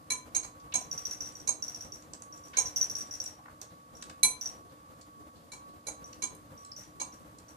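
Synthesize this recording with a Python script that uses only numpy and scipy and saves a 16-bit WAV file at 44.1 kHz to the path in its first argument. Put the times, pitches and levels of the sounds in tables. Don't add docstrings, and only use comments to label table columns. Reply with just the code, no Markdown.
import sys
import numpy as np
from scipy import signal
from scipy.fft import rfft, irfft
from scipy.io import wavfile

SR = 44100
rng = np.random.default_rng(int(sys.argv[2]) if len(sys.argv) > 2 else 0)


def to_wav(s):
    ch = np.atleast_2d(s).T
    pcm = np.round(np.clip(ch, -1, 1) * 32767)
    wavfile.write(sys.argv[1], SR, pcm.astype(np.int16))


N = 333396
EDGE_HZ = 14750


def gain_of(db):
    return 10 ** (np.asarray(db) / 20)


def evened(x):
    return x / np.sqrt(np.mean(x ** 2) + 1e-20)


def read(points, hz):
    table_hz, value = np.transpose(points)
    return np.interp(np.log(hz + 1), np.log(table_hz), value)


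def coloured(x, spectrum):
    size = x.shape[-1]
    gain = gain_of(read(spectrum, np.fft.rfftfreq(size, 1 / SR)))
    return irfft(rfft(x) * gain, size)


def add(mix, start_s, sound):
    part = mix[max(round(start_s * SR), 0):][:len(sound)]
    part += sound[:len(part)]


def drift(rate_hz):
    slow = np.fft.rfftfreq(N, 1 / SR) < rate_hz
    return evened(irfft(rfft(rng.standard_normal(N)) * slow, N))


# pitch_hz, correlation (-1..1)
LIKENESS = [(60, .94), (150, 0.99), (300, 0.71), (650, 0.51), (1300, -0.24), (3000, 0.19), (7000, 0.36)]


def diffuse(size):
    left, other = rfft(rng.standard_normal((2, size)))
    same = np.clip(read(LIKENESS, np.fft.rfftfreq(size, 1 / SR)), -1, 1)
    right = same * left + np.sqrt(1 - same ** 2) * other
    return irfft(np.array([left, right]), size)


def ring(modes, tilt_db=0, detune=0, rise_s=0.00025):
    t = np.arange(SR // 2) / SR
    sound = np.zeros(len(t))
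    for hz, db, t60 in modes:
        tilted_db = db + tilt_db * np.log2(hz / 4000)
        sound += gain_of(tilted_db - 60 * t / t60) * np.sin(2 * np.pi * hz * (1 + detune) * t)
    return sound * (1 - np.exp(-t / rise_s)) ** 2


def burst(spectrum, t60_s, rise_s=0.000088):
    t = np.arange(SR // 2) / SR
    noise = evened(coloured(rng.standard_normal(len(t)), spectrum))
    return noise * gain_of(-60 * t / t60_s) * (1 - np.exp(-t / rise_s)) ** 2


# left_s, right_s, level_db (before each source's echo_db)
ECHOES = [(.0021, 0.0023, -3), (.0137, 0.017, -4), (0.0156, .0155, 1.5), (.0225, .0212, -12.5),
          (0.0284, 0.015, -10.5)]
# pitch_hz, t60_s
ROOM_T60 = [(150, 0.5), (1000, 0.29), (2500, 0.3), (6000, 0.23), (11000, 0.22), (15000, 0.091)]


def room(x, echo_db, tail_db, lag_s=.00009):
    size = SR // 2
    hz, t, bands = signal.stft(diffuse(size), SR, nperseg=256)
    t60 = read(ROOM_T60, hz)[:, None]
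    tail = signal.istft(bands * gain_of(-60 * t / t60), SR, nperseg=256)[1][:, :size]
    tail *= 1 - np.exp(-(np.arange(size) / SR / 0.0056) ** 2)
    paths = gain_of(tail_db) * tail / np.linalg.norm(tail, axis=1, keepdims=True)
    direct = (0.0028, lag_s, 0.022)
    echoes = [(left, right, db + echo_db) for left, right, db in ECHOES]
    for left, right, db in [direct] + echoes:
        add(paths[0], left, gain_of([db]))
        add(paths[1], right, gain_of([db]))
    return signal.fftconvolve(x[None], paths, axes=1)[:, :N]


# pitch_hz, relative level_db per Hz
RUMBLE = [(20, -28.5), (42, -18), (57, 0.5), (68, -1), (82, 1), (170, -2), (270, -6), (303, 3),
          (370, -18.5), (500, -2.5), (750, -12.5), (1300, -13.5), (2500, -24), (6000, -31)]
# pitch_hz, relative level_db per Hz
HISS = [(500, -5), (2000, -4), (5000, -1), (11000, -3), (15000, -6)]


def background(rumble_db=-58.0, swell_db=2.9, hiss_db=-70):
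    rumble = evened(coloured(diffuse(N), RUMBLE))
    hiss = evened(coloured(rng.standard_normal((2, N)), HISS))
    return gain_of(rumble_db + swell_db * drift(rate_hz=18)) * rumble + gain_of(hiss_db) * hiss


# pitch_hz, mean level_db, phase between the ears_rad
HUM = [(115.3, -77, 0.5), (240.3, -73.5, -0.2), (302, -70.5, 0), (1124.4, -57.5, 3.5), (1190, -69.5, 3.5),
       (1288, -83, -2.5)]


def hum(waver_hz=1.31, flutter_db=3.0):
    out = np.zeros((2, N))
    for hz, db, phase in HUM:
        angle = 2 * np.pi * np.cumsum(hz + waver_hz * drift(rate_hz=6)) / SR
        level = np.sqrt(2) * gain_of(db + flutter_db * drift(rate_hz=3.4))
        out += level * np.sin([angle, angle - phase])
    return out


# pitch_hz, relative level_db per Hz
RASP = [(100, -12), (600, 10), (1500, 3.5), (3000, -3.5), (5000, -2.5), (7000, -2), (10000, -8),
        (14000, -23)]


def licking(level_db=-4, grains_per_s=1500, spread_db=4.0):
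    sizes = gain_of(spread_db * np.minimum(rng.exponential(1, N), 4))
    present = rng.random(N) < grains_per_s / SR
    grains = sizes * rng.choice([-1, 1], N) * present
    crackle = evened(coloured(grains, RASP))
    return room(gain_of(level_db) * effort() * crackle, echo_db=-11.5, tail_db=3.0)


# start_s, bell_db, time until the bell swings back_s
LICKS = [(0.756, -34, .053), (0.913, -25, .064), (1.053, -22.5, .057), (1.206, -26.5, .052),
         (1.353, -38, .047), (1.624, -26.5, .057), (1.746, -29.5, .062), (1.921, -36, .02),
         (2.325, -44, .02), (2.437, -43, .02), (2.596, -24.5, .061), (2.760, -16, .052), (2.898, -23, .054),
         (2.983, -29, .025), (3.110, -29, .028), (3.201, -27.5, .059), (3.952, -43.5, .061),
         (4.411, -24.5, .047), (6.042, -43.5, .086), (6.576, -48, .03), (6.763, -34.5, .031),
         (7.124, -49, .02), (7.483, -49.5, .02)]
STROKE_LEAD_S, STROKE_S = 0.0577, 0.24
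STROKE_DB, STROKE_GROWTH, IDLE_DB = -46, 0.58, -74.5


def effort():
    power = np.full(N, gain_of(IDLE_DB) ** 2)
    swell = np.hanning(round(STROKE_S * SR))
    for s, db, _ in LICKS:
        stroke = gain_of(STROKE_DB + STROKE_GROWTH * db) * swell
        add(power, s - STROKE_LEAD_S, stroke ** 2)
    return np.sqrt(power)


# pitch_hz, relative level_db per Hz
BUMP = [(40, -14), (90, 1), (220, 5), (380, 1.5), (650, -2), (1200, -15.5), (3000, -24)]


def bumps(level_db=-67, per_s=7, spread_db=3, t60_s=0.1):
    out = np.zeros(N)
    for when, size in rng.random((round(per_s * N / SR), 2)):
        add(out, when * N / SR, gain_of(spread_db * size) * burst(BUMP, t60_s, rise_s=0.0052))
    return room(gain_of(level_db) * evened(out), echo_db=-12.5, tail_db=-4.5)


# start_s, bowl_db, tag_db, hardness_db per octave
CLINKS = [(0.1025, -27, -29, -4), (0.3477, -37.5, -22.5, -3), (0.431, -48, -42.5, -5.5),
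          (0.739, -34.5, -23.5, -5.5), (1.474, -37.5, -22.5, -2.5), (2.569, -31.5, -19.5, -5.5),
          (4.231, -17, -42, 0), (5.5182, -44, -60, -5), (5.868, -38.5, -36, -2), (6.2215, -36, -28.5, -6),
          (6.999, -41.5, -32, -8)]
# pitch_hz, relative level_db, t60_s
BOWL = [(1008, -25, .38), (2304, -10, .16), (2335, -22, .1), (4052, -4, .045), (4070, -6, .08),
        (6154, -3, .14), (6330, -6, .08), (7930, -16, .15), (8090, -22, .14), (8272, -8, .13),
        (8517, -8, .13), (9451, -9, .14), (10200, -17, .12), (10835, 2, .075), (11190, -20, .13),
        (12490, -26, .09)]
# pitch_hz, relative level_db, t60_s
TAG = [(3964, -20, .07), (6457, -5, .07), (6515, -1, .055), (7560, -18, .12), (8637, -19, .1),
       (10200, -28, .07), (10390, -27, .07), (10863, -27, .05)]
# pitch_hz, relative level_db per Hz
KNOCK = [(40, -14.5), (80, -4), (230, 2), (380, -2), (550, 1), (850, 3.5), (1500, -6.5), (3000, -10.5),
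         (5000, -4), (7000, 4), (11000, -17.5), (12500, -22)]
KNOCK_DB, KNOCK_GROWTH = -21.5, 0.49


def clinks():
    bowl, tag, knock = np.zeros((3, N))
    for s, bowl_db, tag_db, hardness_db in CLINKS:
        ring_db = 20 * np.log10(np.hypot(gain_of(bowl_db), gain_of(tag_db)))
        knock_gain = gain_of(KNOCK_DB + KNOCK_GROWTH * ring_db)
        tag_detune = 0.0005 * rng.standard_normal()
        add(bowl, s, gain_of(bowl_db) * ring(BOWL, hardness_db))
        add(tag, s, gain_of(tag_db) * ring(TAG, detune=tag_detune, rise_s=0.0015))
        add(knock, s, knock_gain * burst(KNOCK, t60_s=0.032, rise_s=0.00049))
    shaded_tag = room(tag, echo_db=4.5, tail_db=2)
    return room(bowl, echo_db=-10.0, tail_db=-5.5) + shaded_tag + room(knock, echo_db=-1, tail_db=4.5)


# pitch_hz, relative level_db, t60_s (pitch and level vary at each strike)
BELL = [(5796, -15, 0.059), (5780, -5.5, 0.012), (5788, -1.5, 0.014), (6150, -17, 0.014),
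        (10930, -22, 0.026), (13650, -23.5, 0.029), (13900, -25.5, .02)]


def bell(bounce_db=-8, bounce_gap_s=0.014, tick_db=-18, count=4):
    out = np.zeros(N)
    for s, db in jingles():
        gaps = rng.uniform(0.36, 1.8, count)
        spots = rng.standard_normal((count, len(BELL) + 1))
        times = s + bounce_gap_s * (np.cumsum(gaps) - gaps[0])
        for k, (detune, *shares) in enumerate(spots):
            modes = [(hz, level + 3.3 * share, t60) for (hz, level, t60), share in zip(BELL, shares)]
            tone = ring(modes, detune=0.0087 * detune, rise_s=0.00028)
            tick = gain_of(tick_db) * burst(RASP, t60_s=0.0047)
            add(out, times[k], gain_of(db + k * bounce_db) * (tone + tick))
    return room(out, echo_db=-8.0, tail_db=-4.0)


BACK_DB, BACK_GROWTH = 1.5, 0.1
JOLT_DB = -9


def jingles():
    there = [(s, db) for s, db, swing in LICKS]
    back = [(s + swing, db + BACK_DB + BACK_GROWTH * db) for s, db, swing in LICKS]
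    jolts = [(s, tag_db + JOLT_DB) for s, _, tag_db, _ in CLINKS]
    return there + back + jolts


# pitch_hz, relative level_db per Hz
RUSTLE = [(45, -12), (100, 9), (500, 5), (1000, 2), (2000, 1.5), (4000, -3.5), (7000, 1), (10000, -1.5),
          (14000, -5.5)]


def rustle(level_db=-47, growth=0.46):
    out = np.zeros(N)
    for s, db in jingles():
        add(out, s, gain_of(level_db + growth * db) * burst(RUSTLE, t60_s=.3))
    return room(out, echo_db=-1.5, tail_db=1.5)


# start_s, level_db, mouth resonance pitch_hz, width (share of the pitch), t60_s
SMACKS = [(0.599, -53, 4600, 0.44, .03), (0.722, -40.5, 2900, 0.29, 0.064),
          (2.135, -21, 6500, 0.18, 0.0033), (2.2214, -26, 7500, 0.48, 0.0038),
          (2.533, -48.5, 2450, 0.75, 0.28), (2.985, -26.5, 9900, 0.29, 0.0088),
          (3.24, -29, 9500, 0.48, 0.013), (3.388, -51, 1000, 0.17, 0.031), (3.457, -45, 1300, 0.38, 0.018),
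          (3.482, -45.5, 1370, 0.4, 0.01), (3.615, -18, 9000, 0.52, 0.0033), (4.024, -35, 4200, 1.4, 0.024),
          (4.097, -35.5, 2970, 1.5, .016), (5.012, -46.5, 6000, 0.52, 0.037), (6.13, -41, 4500, 0.55, .015),
          (6.35, -36.5, 10000, 0.18, 0.013), (6.649, -32, 6550, 0.4, 0.0059),
          (6.717, -32.5, 5000, 0.069, 0.012), (7.385, -43, 7170, 0.38, 0.017)]


def smacks(spray_db=-30):
    out = np.zeros(N)
    for s, db, hz, width, t60 in SMACKS + chews() + saliva():
        low_hz, high_hz = hz / (1 + width), min(hz * (1 + width), SR / 2 - 1)
        mouth = signal.butter(2, [low_hz, high_hz], "band", fs=SR, output="sos")
        narrow_boost = np.sqrt(EDGE_HZ / (high_hz - low_hz))
        pop = signal.sosfilt(mouth, burst(RASP, t60)) * narrow_boost
        spray = gain_of(spray_db) * burst(RASP, t60_s=0.091)
        add(out, s, gain_of(db) * (pop + spray))
    return room(out, echo_db=-14.0, tail_db=-6.5)


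def saliva(level_db=-45, uneven_db=3, centre_hz=6500, octaves=.3, width=0.38, t60_s=.008):
    rows = []
    draws = rng.uniform(-1, 1, (len(LICKS), 3))
    for (s, _, _), (late, size, pitch) in zip(LICKS, draws):
        snap_s = s + STROKE_S / 2 * abs(late)
        rows.append((snap_s, level_db + uneven_db * size, centre_hz * 2 ** (octaves * pitch), width, t60_s))
    return rows


CHEW_FROM_S, CHEW_EVERY_S = 3.70, .331
CHEW_DB, CHEW_HZ, CHEW_WIDTH, CHEW_T60_S = -69, 3990, 0.28, 0.29


def chews():
    times = np.arange(CHEW_FROM_S, N / SR, CHEW_EVERY_S)
    return [(s, CHEW_DB + 2 * rng.standard_normal(), CHEW_HZ, CHEW_WIDTH, CHEW_T60_S) for s in times]


def scene():
    return clinks() + bell() + rustle() + smacks() + licking() + bumps() + background() + hum()


# pitch_hz, left minus right_db
BALANCE = [(100, 0), (300, .5), (600, 4), (1000, 4), (1120, -2), (1500, 3), (2800, 0), (4100, 6), (5000, 3),
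           (5800, -1.5), (6500, -8), (8600, -8), (9500, -3), (10800, -6), (14000, -1)]


def record(dry):
    lean_db = read(BALANCE, np.fft.rfftfreq(N, 1 / SR)) / 2
    ports = irfft(rfft(dry) * gain_of([lean_db, -lean_db]), N)
    low_pass = signal.firwin(255, EDGE_HZ, window=("kaiser", 8), fs=SR)
    return signal.oaconvolve(ports, low_pass[None], "same")


dry = scene()
out = record(dry)
to_wav(out)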